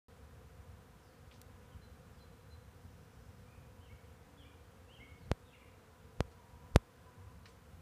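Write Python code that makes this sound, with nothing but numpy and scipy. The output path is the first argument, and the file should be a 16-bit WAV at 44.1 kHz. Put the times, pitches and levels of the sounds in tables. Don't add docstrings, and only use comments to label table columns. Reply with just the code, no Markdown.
import sys
import numpy as np
from scipy import signal
from scipy.fft import rfft, irfft, next_fast_len
from scipy.io import wavfile

SR = 44100
rng = np.random.default_rng(int(sys.argv[2]) if len(sys.argv) > 2 else 0)


def waveform_to_disk(signal):
    frames = np.transpose(np.atleast_2d(signal))
    scaled = np.clip(frames, -1, 1) * 32767
    samples = np.round(scaled).astype(np.int16)
    wavfile.write(sys.argv[1], SR, samples)


N = 344421
TIME = np.arange(N) / SR


def from_db(db):
    return 10 ** (np.asarray(db) / 20)


def rms_one(x):
    return x / np.sqrt(np.mean(x ** 2) + 1e-20)


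def in_time(rows):
    times, *columns = np.transpose(rows)
    return [np.interp(TIME, times, column) for column in columns]


def coloured(x, points):
    hz, db = np.transpose(points)
    size = next_fast_len(N + SR // 4)
    log_hz = np.log(np.fft.rfftfreq(size, 1 / SR) + 1e-3)
    gain = from_db(np.interp(log_hz, np.log(hz), db))
    return irfft(rfft(x, size) * gain, size)[:N]


def drift(rate_hz, size=N):
    control_hz = 500
    pole = np.exp(-2 * np.pi * rate_hz / control_hz)
    slow = signal.lfilter([1], [1, -2 * pole, pole * pole], rng.standard_normal(6000))[2000:]
    return np.interp(np.linspace(0, N / SR * control_hz, size), np.arange(len(slow)), rms_one(slow))


def phase_of(hz):
    return 2 * np.pi * np.cumsum(hz) / SR


def during(start_s, length_s):
    at = np.arange(int(start_s * SR), min(N, int((start_s + length_s) * SR)))
    return at, np.linspace(0, 1, len(at))


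def elapsed(length_s):
    return TIME[:int(length_s * SR)]


def background(lumpy_db=1.8, hiss_db=-67):
    # time_s, level_db
    rumble_levels = [(0.2, -57.5), (0.8, -57), (1.1, -63), (1.5, -56.5), (2.6, -57), (4.2, -57), (4.8, -63),
                     (5.22, -56.5), (5.55, -64), (6.0, -62.5), (6.2, -59), (6.4, -61), (6.65, -55),
                     (6.85, -68), (7.35, -56), (7.6, -61), (7.8, -54.5)]
    # freq_hz, gain_db
    rumble_eq = [(20, -42), (40, -15), (65, -1), (82, 1), (120, -6), (180, -11.5), (230, -16), (300, -31),
                 (600, -51.5)]
    # freq_hz, gain_db
    hiss_eq = [(30, -7.5), (150, 0.5), (370, 1), (600, -3.5), (1000, -4), (1500, -5), (2200, -10),
               (3000, -12), (4500, -15.5), (7000, -17), (10000, -19), (15000, -22)]
    rumble = rms_one(coloured(rng.standard_normal(N), rumble_eq) * from_db(lumpy_db * drift(18)))
    hiss = rms_one(coloured(rng.standard_normal(N), hiss_eq))
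    return from_db(in_time(rumble_levels)[0]) * rumble + from_db(hiss_db) * hiss


def brushes_and_crackle():
    # start_s, level_db, decay_s, centre_hz, half_width_octaves
    bursts = [(1.312, -58.5, 0.01, 2680, 0.39), (1.323, -66.5, .02, 3300, 0.72),
              (1.339, -66.5, 0.031, 4000, 0.68), (1.4156, -48, 0.0021, 4600, 1.7),
              (6.315, -69.5, 0.019, 2600, 1.2), (6.749, -48, .0004, 3000, 1.6),
              (6.761, -35.5, 0.0011, 4380, 0.92), (7.456, -59.5, 0.014, 4600, 0.29),
              (7.456, -57, 0.019, 1690, 0.67), (7.483, -67, 0.032, 4970, 0.7)]
    out = np.zeros(N)
    for start, db, decay, hz, octaves in bursts:
        at, _ = during(start, .2)
        edges_hz = np.clip([hz / 2 ** octaves, hz * 2 ** octaves], 100, .45 * SR)
        band = signal.butter(2, edges_hz, "band", fs=SR, output="sos")
        noise = signal.sosfilt(band, rng.standard_normal(len(at)))
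        out[at] += from_db(db) * rms_one(noise) * np.exp(-TIME[:len(at)] / decay)
    return out


def microphone_pops():
    # start_s, height_db, recovery_s, edge_hz
    steps = [(5.3157, -14.5, 0.0015, 7000), (6.206, -14, 0.0014, 7000), (6.7604, -5.5, 0.0017, 18000)]
    # freq_hz, gain_db
    pop_eq = [(20, -13), (45, 7), (65, 9), (100, 5.5), (150, 2.5), (250, -1.5), (370, -1), (480, 4),
              (620, 2.5), (800, 0), (2000, -1), (5000, -.5), (10000, -4.5), (15000, -10)]
    out = np.zeros(N)
    for start, db, recovery, edge_hz in steps:
        at, _ = during(start, .1)
        t = TIME[:len(at)]
        attack = 1 - np.exp(-2 * np.pi * edge_hz * t)
        leak = (1 - t / recovery) * np.exp(-t / recovery)
        out[at] += from_db(db) * attack * leak
    return coloured(out, pop_eq)


def street_echo(x, echo_db, direct_db=-6.5, t60_s=.74, build_s=.013):
    t = elapsed(1)
    tail = rng.standard_normal(SR) * from_db(-60 * t / t60_s) * (1 - np.exp(-t / build_s))
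    tail /= np.sqrt(np.sum(tail ** 2))
    flutter = rms_one(from_db(1.5 * drift(45)))
    return from_db(direct_db) * x + from_db(echo_db) * flutter * signal.fftconvolve(x, tail)[:N]


def slide(hz, oct_per_s, length_s):
    return hz * 2 ** (-oct_per_s * elapsed(length_s))


def held(hz, length_s, scoop_oct=.14, scoop_share=.27):
    return hz * 2 ** (-scoop_oct * np.exp(-elapsed(length_s) / (scoop_share * length_s)))


def whistles(syllables, trill_depth, trill_hz=85):
    out = np.zeros(N)
    trill = 1 + trill_depth * np.sin(phase_of(trill_hz * (1 + .18 * drift(25))))
    for start, hz, db in syllables:
        at = int(start * SR) + np.arange(len(hz))
        swell = np.abs(np.sin(np.linspace(0, np.pi, len(hz)))) ** .31
        out[at] += from_db(db) * rms_one(swell * np.sin(phase_of(hz * trill[at])))
    return out


def lead_song(rise_oct_per_s=5.2, fall_oct_per_s=5.8, fall_s=.056):
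    # top_s, rise_s, top_hz, arch_db, note_hz, note_db
    phrases = [(3.835, 0.033, 3200, -67.5, 2260, -63), (4.388, .015, 3490, -63, 2430, -64.5),
               (4.942, .058, 3254, -61, 2217, -54.5), (5.465, .012, 3790, -70, 2835, -62.5)]
    flicks = [5.534, 5.612]
    syllables = [(3.46, held(2490, length_s=.112), -70)]
    for top_s, rise_s, top_hz, arch_db, note_hz, note_db in phrases:
        rise = slide(top_hz, rise_oct_per_s, rise_s)[::-1]
        fall = slide(top_hz, fall_oct_per_s, fall_s)
        syllables.append((top_s - rise_s, np.r_[rise, fall], arch_db))
        syllables.append((top_s + fall_s, held(note_hz, length_s=.049), note_db))
    flick = slide(2560, oct_per_s=14.8, length_s=.025)
    return syllables + [(start, flick, -61.5) for start in flicks]


def birds():
    # start_s, level_db
    pip_cues = [(1.815, -68.5), (2.198, -66.5), (2.502, -65.5)]
    # start_s, length_s, start_hz, level_db
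    slur_cues = [(1.021, .11, 5650, -75), (1.714, 0.038, 3240, -70.5), (2.122, .088, 5480, -77),
                 (2.178, .041, 3550, -73), (5.186, .08, 4900, -76)]
    pips = [(start, slide(4110, oct_per_s=.6, length_s=.057), db) for start, db in pip_cues]
    slurs = [(start, slide(hz, 4.3, length), db) for start, length, hz, db in slur_cues]
    buzz = [(2.747, slide(5560, oct_per_s=0, length_s=.75), -82)]
    calls = whistles(lead_song(), trill_depth=.019)
    calls += whistles(slurs, trill_depth=.03)
    calls += whistles(buzz, trill_depth=.1)
    return street_echo(calls, echo_db=-6.5) + street_echo(whistles(pips, trill_depth=.008), echo_db=-9.5)


def whine(blur_hz=26, octave_db=-15):
    # time_s, pitch_hz, level_db
    path = [(5.3, 985, -83), (6.25, 1000, -76), (6.42, 952, -70), (6.6, 965, -70), (6.8, 1030, -68.5),
            (6.95, 1016, -81), (7.13, 999, -69.5), (7.5, 1004, -75), (7.8, 988, -86)]
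    hz, db = in_time(path)
    phase = phase_of(hz)
    tone = drift(blur_hz) * np.sin(phase) + drift(blur_hz) * np.cos(phase)
    tone += from_db(octave_db) * drift(blur_hz) * np.sin(2 * phase)
    return from_db(db) * rms_one(tone)


def near_bees(rolloff_db=11, harmonics=5):
    # start_s, length_s, start_hz, end_hz, level_db
    fly_bys = [(4.201, 0.435, 287.4, 277.7, -68), (4.919, 0.35, 272.5, 277, -73)]
    out = np.zeros(N)
    waver = 1 + .0033 * drift(8)
    for start, length, start_hz, end_hz, db in fly_bys:
        at, progress = during(start, length)
        phase = phase_of((start_hz + (end_hz - start_hz) * progress) * waver[at])
        tone = sum(from_db(-rolloff_db * k) * np.sin((k + 1) * phase) for k in range(harmonics))
        out[at] += from_db(db) * np.sin(np.pi * progress) * rms_one(tone)
    return out


def swarm(count=56, wingbeat_hz=243, pitch_spread=.057, fade_db=3.04, level_db=-66.5):
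    # harmonic_number, relative_db
    wing_tone = [(1, -4.5), (2, 0.5), (3, -7), (4, -8.5), (5, -8.5), (6, -9.5), (8, -18.5), (12, -23.5),
                 (20, -42)]
    gains = from_db(np.interp(np.arange(1, 21), *np.transpose(wing_tone)))
    stroke_size, block = 4096, 32
    steps = N // block + 1
    builds = rms_one(np.arcsin(2 * (np.arange(count) + .5) / count - 1))
    out = np.zeros(N)
    for build in builds:
        harmonics = gains * np.exp(2j * np.pi * rng.random(len(gains)))
        stroke = irfft(np.r_[0, harmonics], stroke_size)
        manoeuvre = .022 * drift(.9, steps) + .004007 * drift(9.11, steps)
        hz = wingbeat_hz * np.exp(pitch_spread * build + manoeuvre)
        advance = np.repeat(hz * stroke_size / SR, block)[:N]
        playhead = np.cumsum(advance).astype(int) % stroke_size
        fade = np.repeat(from_db(fade_db * drift(1.27, steps)), block)[:N]
        out += stroke[playhead] * fade
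    return from_db(level_db) * rms_one(out)


def scene():
    bees = swarm() + near_bees()
    return (bees + whine() + birds() + background() + microphone_pops() + brushes_and_crackle())[None]


def record(dry, open_s=.084, cutoff_hz=15400):
    lowpass = signal.firwin(255, cutoff_hz, fs=SR)
    return signal.fftconvolve(dry * (TIME > open_s), lowpass[None], mode="same")


dry = scene()
out = record(dry)
waveform_to_disk(out)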